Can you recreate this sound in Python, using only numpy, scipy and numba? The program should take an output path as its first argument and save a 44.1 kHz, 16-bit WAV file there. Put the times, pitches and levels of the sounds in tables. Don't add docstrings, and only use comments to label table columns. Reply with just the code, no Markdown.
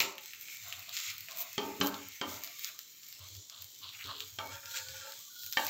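import sys
import numpy as np
from scipy import signal
from scipy.fft import rfft, irfft, next_fast_len
from scipy.io import wavfile
from scipy.ndimage import uniform_filter1d
from numba import njit

SR = 44100
rng = np.random.default_rng(int(sys.argv[2]) if len(sys.argv) > 2 else 0)


def file_out(sig):
    cols = np.atleast_2d(sig).T
    lim = np.clip(cols, -1, 1)
    pcm = np.round(lim * 32767).astype(np.int16)
    wavfile.write(sys.argv[1], SR, pcm)


N = 250973


def undb(db):
    return 10 ** (np.asarray(db) / 20)


def unit(x):
    return x / np.sqrt(np.mean(x ** 2))


def curve(table):
    s, db, *rest = np.transpose(table)
    t = np.arange(N) / SR
    level = np.interp(t, [s[0] - .03, *s, s[-1] + .03], [-120, *db, -120])
    return [level] + [np.interp(t, s, column) for column in rest]


def swells(table, attack, release):
    t, power = np.arange(N) / SR, 0
    for s, length, *db in table:
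        rise = np.clip((t - s) / attack, 0, 1) ** 2
        decay = np.exp(-np.maximum(t - s - length, 0) / release)
        power = power + undb(db)[:, None] ** 2 * (rise * decay) ** 2
    return np.sqrt(power)


def walk(rate):
    k = int(SR / rate)
    held = np.repeat(rng.standard_normal(N // k + 3), k)
    return unit(uniform_filter1d(held, k)[k:N + k])


def grains(rate, spread_db):
    size_db = spread_db * np.minimum(rng.exponential(size=N), 4.5)
    return (rng.random(N) < rate / SR) * undb(size_db) * rng.standard_normal(N)


def colour(x, points):
    hz, db = np.transpose(points)
    size = next_fast_len(N)
    f = np.arange(size // 2 + 1) * SR / size + 1
    gain = undb(np.interp(np.log(f), np.log(hz), db))
    return irfft(rfft(x, size) * gain, size)[..., :N]


def band(x, lo_hz, hi_hz):
    sos = signal.butter(3, [lo_hz, min(hi_hz, .49 * SR)], "bandpass", fs=SR, output="sos")
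    return signal.sosfilt(sos, x)


def patchy(x, lo_hz, hi_hz, count, flicker_db):
    edges = np.geomspace(lo_hz, hi_hz, count + 1)
    return unit(sum(band(x, lo, hi) * undb(flicker_db * walk(9)) for lo, hi in zip(edges, edges[1:])))


def ring(x, hz, t60):
    w, r = 2 * np.pi * hz / SR, np.exp(-np.log(1000) / (t60 * SR))
    return signal.lfilter([0, np.sin(w)], [1, -2 * r * np.cos(w), r * r], x)


@njit
def sweep(x, hz, share):
    y, band_state, low_state = np.empty(len(x)), 0., 0.
    for i in range(len(x)):
        g = np.tan(np.pi * hz[i] / SR)
        v = (band_state + g * (x[i] - low_state)) / (1 + g * (g + share))
        band_state = 2 * v - band_state
        low_state = low_state + 2 * g * v
        y[i] = share * v
    return y


def resonate(x, hz, share, second_share):
    return unit(sweep(sweep(x, hz, share), hz, second_share))


def tiles(x, t60=0.77, wet_db=-8):
    t = np.arange(int(.6 * SR)) / SR
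    noise = rng.standard_normal(len(t))
    low = band(noise, 236, 1390) * np.exp(-np.log(1000) * t / t60)
    high = 0.59 * band(noise, 1270, 4870) * np.exp(-np.log(1000) * t / (0.37 * t60))
    tail = (low + high) * np.minimum(t / 0.001, 1)
    tail = tail / np.sqrt(np.sum(tail ** 2))
    return x + undb(wet_db) * signal.fftconvolve(x, tail)[:len(x)]


def add(out, s, sound):
    i = int(s * SR)
    out[i:i + len(sound)] += sound[:N - i]


# frequency in Hz, relative spectral level in dB.
KITCHEN_SPECTRUM = [(18, -7), (45, 4), (108, 8.5), (234, -3.5), (292, 0.5), (636, -9.5), (1360, -10),
                    (2000, -15), (5500, -60)]


def kitchen_air():
    noise = colour(rng.standard_normal(N), KITCHEN_SPECTRUM)
    return undb(-66.5) * patchy(noise, 20, 4000, count=8, flicker_db=2.5)


# frequency in Hz, relative spectral level in dB.
SIDE_SPECTRUM = [(30, 6), (1500, -18), (3000, -4), (5500, -19.5), (7500, -38), (9000, 16.5), (13000, -7),
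                 (16000, -13)]
# time in seconds, level in dB.
SIDE_LEVELS = [(0, -84), (2.5, -67), (3.2, -55.5), (5.3, -56), (5.69, -85)]


def side_hiss():
    noise = colour(rng.standard_normal(N), SIDE_SPECTRUM)
    return undb(curve(SIDE_LEVELS)[0]) * patchy(noise, 31, 22000, count=12, flicker_db=3.0)


# start in seconds, length in seconds, level in dB.
DRONE_SWELLS = [(0.0, 0.072, -50), (0.6, 0.22, -53.5), (0.86, 0.067, -54), (1.06, 0.18, -56),
                (1.49, 0.078, -59), (1.59, 0.16, -51), (1.78, 0.15, -44.5), (1.88, 0.25, -57),
                (2.25, .13, -45), (3.18, 0.21, -47), (3.58, .07, -52.5), (3.78, 0.24, -56),
                (4.02, 0.093, -42), (4.14, 0.17, -53.5), (4.29, .28, -48), (4.64, .08, -51.5),
                (4.78, 0.1, -54), (4.86, 0.069, -44), (4.95, 0.07, -51), (5.42, 0.061, -52.5),
                (5.63, 0.071, -51)]


def drone():
    hz, width_hz = 94, 22
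    t60 = np.log(1000) / (np.pi * width_hz)
    hum = unit(ring(ring(rng.standard_normal(N), hz, t60), hz, t60 / 2))
    return swells(DRONE_SWELLS, attack=0.026, release=.02)[0] * hum


SCRAPE_ATTACK_S, SCRAPE_RELEASE_S = 0.015, 0.029
# start in seconds, length in seconds, level in dB, mean frequency in Hz.
THIN_RINGS = [(0.0, 0.26, -65.5, 850), (2.413, 0.35, -63.5, 1180), (4.388, 0.11, -62, 545),
              (4.396, .11, -54, 2240), (5.14, 0.16, -70, 1187), (5.285, 0.31, -62, 1457)]


def rings():
    out, noise = 0, rng.standard_normal(N)
    width_hz = 65
    for s, length, db, hz in THIN_RINGS:
        wavering_hz = hz * (1 + 0.014 * walk(5))
        tone = resonate(noise, wavering_hz, width_hz / hz, width_hz / hz)
        out = out + swells([(s, length, db)], SCRAPE_ATTACK_S, SCRAPE_RELEASE_S)[0] * tone
    return out


# start in seconds, length in seconds, lower resonances in dB, upper resonances in dB.
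SCRAPE_PUSHES = [(4.4, 0.076, -46, -69), (4.49, 0.081, -52.5, -52), (4.62, 0.13, -60, -57),
                 (4.73, 0.069, -55, -47.5), (4.79, 0.16, -58, -62.5), (4.93, .11, -57.5, -55),
                 (5.03, 0.079, -51.5, -56.5), (5.12, .07, -67, -69)]
# mean frequency in Hz, width of its first filter in Hz, relative level in dB.
BLADE_RESONANCES = [(544.2, 13.3, -2.5), (540, 220, -9.5), (890, 46, -4.5), (1180, 18, -13.5),
                    (1407, 51, -1), (1630, 420, 0), (2360, 190, -8.5), (2740, 62, -12.5), (3250, 71, -8)]


def scrape():
    lower, upper = swells(SCRAPE_PUSHES, SCRAPE_ATTACK_S, SCRAPE_RELEASE_S)
    out = 0
    for hz, width, db in BLADE_RESONANCES:
        bent_hz = hz * (1 + 0.023 * walk(6))
        slips = rng.standard_normal(N) + unit(grains(300, 3.1))
        tone = resonate(slips, bent_hz, width / hz, 0.96 * width / hz)
        out = out + undb(db) * (lower if hz < 1250 else upper) * tone
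    return out


# start in seconds, length in seconds,
# upper resonance level in dB, its frequency in Hz, lower resonance level in dB, its frequency in Hz, grit in dB.
RUB_STROKES = [(0.615, 0.19, -58.5, 1230, -58.5, 716, -63), (0.843, 0.093, -59.5, 1150, -61, 670, -53.5),
               (0.95, .19, -59.5, 1280, -79, 860, -52.5), (1.264, .22, -56.5, 1070, -55, 680, -59.5),
               (2.423, 0.066, -65, 1500, -59, 660, -63), (2.64, 0.066, -57, 1550, -67, 650, -65),
               (3.164, 0.1, -62.5, 1130, -66, 600, -59.5), (3.482, 0.13, -62.5, 1180, -74, 654, -53.5),
               (3.789, .11, -58, 1090, -78, 750, -49.5), (3.91, 0.037, -59, 1300, -65, 910, -60),
               (3.958, 0.058, -57, 1410, -71, 800, -61), (4.01, 0.047, -56, 1390, -78, 600, -46.5),
               (4.044, 0.069, -47, 1150, -55, 600, -49), (4.105, 0.12, -60, 1180, -56.5, 430, -52)]


def rubs():
    out, noise = 0, rng.standard_normal(N) * undb(1.9 * walk(31.73))
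    grit = unit(band(grains(1500, 1.27), 2830, 4460))
    for s, length, db, hz, low_db, low_hz, grit_db in RUB_STROKES:
        gain = swells([(s, length, db, low_db, grit_db)], attack=0.048, release=0.03)
        upper = resonate(noise, np.full(N, 1. * hz), 0.42, 0.35)
        lower = resonate(noise, np.full(N, 1. * low_hz), 0.21, 0.13)
        out = out + gain[0] * upper + gain[1] * lower + gain[2] * grit
    return out


# frequency in Hz, relative strength in dB, decay time t60 in seconds.
PAN_MODES = [(199.3, 5, 0.3), (253, 11, 0.094), (284, 9.5, 0.3), (326, -5, 0.18), (388, 1, 0.12),
             (407.4, 12.5, 0.083), (545.4, -15, 0.41), (600, -16, 0.29), (669, -24.5, 0.26),
             (733, -36, 0.18), (855, -1.5, 0.085), (908, -8, 0.3), (1050, -8.5, 0.057), (1181, -0.5, 0.051),
             (1343, -4, 0.066), (1550, 3.5, 0.033), (1806, 6.5, 0.027), (2267, 3.5, 0.056),
             (2800, -8, 0.19), (3147, 9.5, 0.041)]
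# start in seconds, nominal crack level in dB,
# relative level in dB of the thud at 150-480, 480-1300 and 1300-4500 Hz,
# most favoured frequency in Hz, time after the start in seconds at which the tail's fade is halfway.
SPATULA_KNOCKS = [(.0033, -11.5, -49.5, -33.5, -53, 480, 0.16), (1.580, -22.5, -41, -34, -35.5, 336, 0.68),
                  (1.801, -60, -40.5, -65, -70, 233, 0.044), (1.812, -16, -39, -29, -30.5, 211, 0.21),
                  (2.2135, -25.5, -46.5, -33, -35.5, 617, 0.21), (4.05, -55, -62, -75, -60, 196, 0.2),
                  (4.387, -27.5, -59, -34.5, -38, 1360, 0.17), (5.5711, -30, -71, -25, -26, 1806, 0.09)]


def knocks():
    out, t = np.zeros(N), np.arange(int(.4 * SR)) / SR
    for s, db, bass_db, mid_db, high_db, best_hz, tail in SPATULA_KNOCKS:
        click = np.sin(2 * np.pi * 3000 * t) * np.exp(-t / 0.00034)
        rattle = band(rng.standard_normal(len(t)), 1800, 7300)
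        rattle = rattle * (.5 * np.exp(-t / 0.0027) + 0.083 * np.exp(-t / 0.041))
        sound = undb(db) * (1.16 * click + rattle)
        for lo, hi, group_db in [(150, 480, bass_db), (480, 1300, mid_db), (1300, 4500, high_db)]:
            modes = 0
            for hz, mode_db, t60 in [m for m in PAN_MODES if lo < m[0] < hi]:
                near_db = 8 * np.exp(-(np.log2(hz / best_hz) / 0.24) ** 2)
                blow = 1. * (t == t[rng.integers(40)])
                strength_db = mode_db + near_db + 1.5 * rng.standard_normal()
                modes += undb(strength_db) * ring(blow, hz, t60)
            body = undb(7.0) * unit(band(rng.standard_normal(len(t)), lo, hi)) * np.exp(-t / 0.0046)
            sound += undb(group_db) * (modes + body) / 2
        fade = 1 / (1 + np.exp((t - tail) / 0.058))
        add(out, s, tiles(sound, wet_db=-3.5) * fade)
    return out


# start in seconds, nominal click level in dB, click frequency in Hz,
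# nominal level of the top treble in dB.
LOUD_SPITS = [(0.1818, -29, 2960, -37), (0.259, -34, 5600, -35), (0.3348, -30.5, 2560, -39),
              (0.411, -43, 5300, -31), (0.485, -34, 2420, -50), (0.684, -43, 4220, -33),
              (0.7254, -23.5, 2800, -54), (0.794, -40, 5400, -33.5), (0.893, -31, 4530, -34),
              (0.9677, -22.5, 4480, -46), (0.9727, -21.5, 3450, -48), (0.988, -26, 5000, -45),
              (1.1015, -27, 5240, -41), (1.1816, -43, 5800, -29.5), (1.2073, -35.5, 4650, -30),
              (1.2855, -29.5, 2500, -46), (1.3195, -30.5, 5600, -48), (1.386, -38, 5840, -35),
              (1.394, -35, 6600, -34), (1.405, -43, 4700, -30), (1.4092, -38, 6400, -33),
              (1.427, -38, 5500, -33), (1.5306, -36, 6140, -33), (1.8034, -38, 4200, -26.5),
              (1.8623, -32, 6130, -25.5), (1.871, -20.5, 7300, -21), (1.943, -27.5, 3800, -46),
              (2.086, -51, 5600, -31), (2.1202, -38, 3780, -55), (2.4366, -27, 6700, -25),
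              (2.4748, -31.5, 4600, -46), (2.594, -33, 4200, -30), (2.6456, -20, 6140, -38),
              (2.791, -29, 5700, -29), (3.086, -48, 5840, -35), (3.033, -37, 5540, -55),
              (3.1268, -35, 4830, -36), (3.3514, -35, 5300, -55), (3.4984, -30, 5350, -60),
              (3.6224, -42, 6100, -30.5), (3.891, -36, 4000, -55), (4.042, -30.5, 3940, -55),
              (4.2049, -23, 3600, -51), (4.6577, -30.5, 5360, -43), (4.712, -32.5, 3700, -50),
              (4.886, -29.5, 4400, -46), (5.122, -32, 4630, -36), (5.4345, -31, 5300, -33),
              (5.463, -35, 5720, -29), (5.5258, -25.5, 5200, -24), (5.533, -24, 5660, -41),
              (5.6668, -24, 5060, -19.5), (5.681, -29, 4400, -40)]


def small_spits():
    rows = []
    for when, size, pitch, edge in rng.random((int(3 * N / SR), 4)):
        rows.append((when * N / SR, -46 + 6 * size, 5300 * (.8 + .4 * pitch), -46 + 6 * edge))
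    return rows


def spits():
    out, t = np.zeros(N), np.arange(4000) / SR
    for s, db, hz, top_db in [*LOUD_SPITS, *small_spits()]:
        click = undb(db + 4) * np.sin(2 * np.pi * hz * t) * np.exp(-t * hz * 0.89)
        click += undb(top_db + 3) * np.sin(2 * np.pi * 14000 * t) * np.exp(-t / .0004)
        spray = band(rng.standard_normal(len(t)), 1100, 17000) * np.exp(-t / 0.0055)
        fizz_db = max(db, top_db) - 14
        add(out, s, click + undb(fizz_db) * spray)
    return band(out, 1600, 17000)


# time in seconds, level of the hiss in dB,
# its top treble against that in dB, level of its low edge in dB.
SIZZLE_LEVELS = [(0.0, -38.5, 7, -29), (0.06, -49, -2.5, -46), (0.16, -59, -4, -60), (0.22, -55.5, 0, -59),
                 (0.65, -53, 0, -55), (1.25, -54.5, 1.5, -57), (2.05, -56, 1, -56), (2.55, -53, 0.5, -56.5),
                 (2.84, -56, -1, -68.5), (2.94, -59.5, 1, -67.5), (3.05, -57, 2.5, -68.5),
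                 (3.26, -56, -2, -65), (3.42, -56, -3, -74), (3.77, -56, -2, -69), (4.36, -57, 1, -68.5),
                 (4.7, -50.5, -0.5, -66), (5.0, -49, -4.5, -63), (5.2, -55, -1.5, -67),
                 (5.5, -49.5, 4, -81), (5.69, -44, 2.5, -47)]
# start in seconds, length in seconds,
# hiss in dB, top treble in dB, low edge in dB.
FAT_FLARES = [(0.38, 0.052, -57, -48, -62), (0.9, 0.21, -45.5, -48, -48), (1.355, 0.064, -49.5, -37.5, -57),
              (1.8, 0.056, -49.5, -41.5, -60), (1.85, 0.019, -46, -34.5, -66),
              (2.25, .12, -50.5, -49.5, -76), (2.42, 0.037, -57, -46, -71), (2.59, 0.097, -52, -47.5, -53),
              (2.78, 0.017, -51, -50, -61), (3.62, 0.022, -60, -47, -61), (3.91, .04, -68, -60, -53),
              (3.97, 0.052, -74, -68, -50), (4.49, 0.058, -47, -61, -55), (4.73, 0.05, -44.5, -52, -48)]
# frequency in Hz, relative spectral level in dB.
STEAM_SPECTRUM = [(1200, -8), (1700, -8), (2200, 6), (3100, -1), (4200, 1), (4800, -4), (6500, -0.5),
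                  (8500, -1.5)]


def sizzle():
    db, top_db, low_db = curve(SIZZLE_LEVELS)
    steady = undb([db, db + top_db, low_db])
    gain = np.hypot(steady, swells(FAT_FLARES, attack=0.034, release=0.019))
    steam, ticks = rng.standard_normal(N), unit(grains(900, 3.0))
    body = colour(steam, STEAM_SPECTRUM)
    low = patchy(body, 1200, 3000, count=8, flicker_db=2.2) + undb(-8) * unit(band(ticks, 1800, 3000))
    mid = patchy(body, 3000, 8300, count=12, flicker_db=2.2) + undb(-6) * unit(band(ticks, 3000, 8300))
    bright = steam + undb(-2.0) * ticks
    flickering_top = unit(band(bright, 11700, 18600)) * undb(0.81 * walk(23))
    top = undb(-1.5) * unit(band(bright, 9080, 10460)) + flickering_top
    surge = undb(1.2 * walk(16))
    return surge * (gain[0] * unit(mid) + gain[1] * top + gain[2] * low)


def scene():
    mid = kitchen_air() + drone() + rings() + scrape() + rubs() + knocks()
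    mid = mid + tiles(spits(), wet_db=-5.0) + sizzle()
    side = side_hiss()
    return np.array([mid + side, mid - side])


# frequency in Hz, gain in dB.
PORT_RESPONSE = [(25, -25), (70, -20.5), (100, -8.5), (7300, 2.5), (8300, -8), (9400, -23), (11300, -13),
                 (12500, -3.5), (14500, 3.5), (15500, -0.5)]


def record(dry):
    low_pass = signal.ellip(10, .2, 80, 15700, fs=SR, output="sos")
    return signal.sosfilt(low_pass, colour(dry, PORT_RESPONSE))


dry = scene()
out = record(dry)
file_out(out)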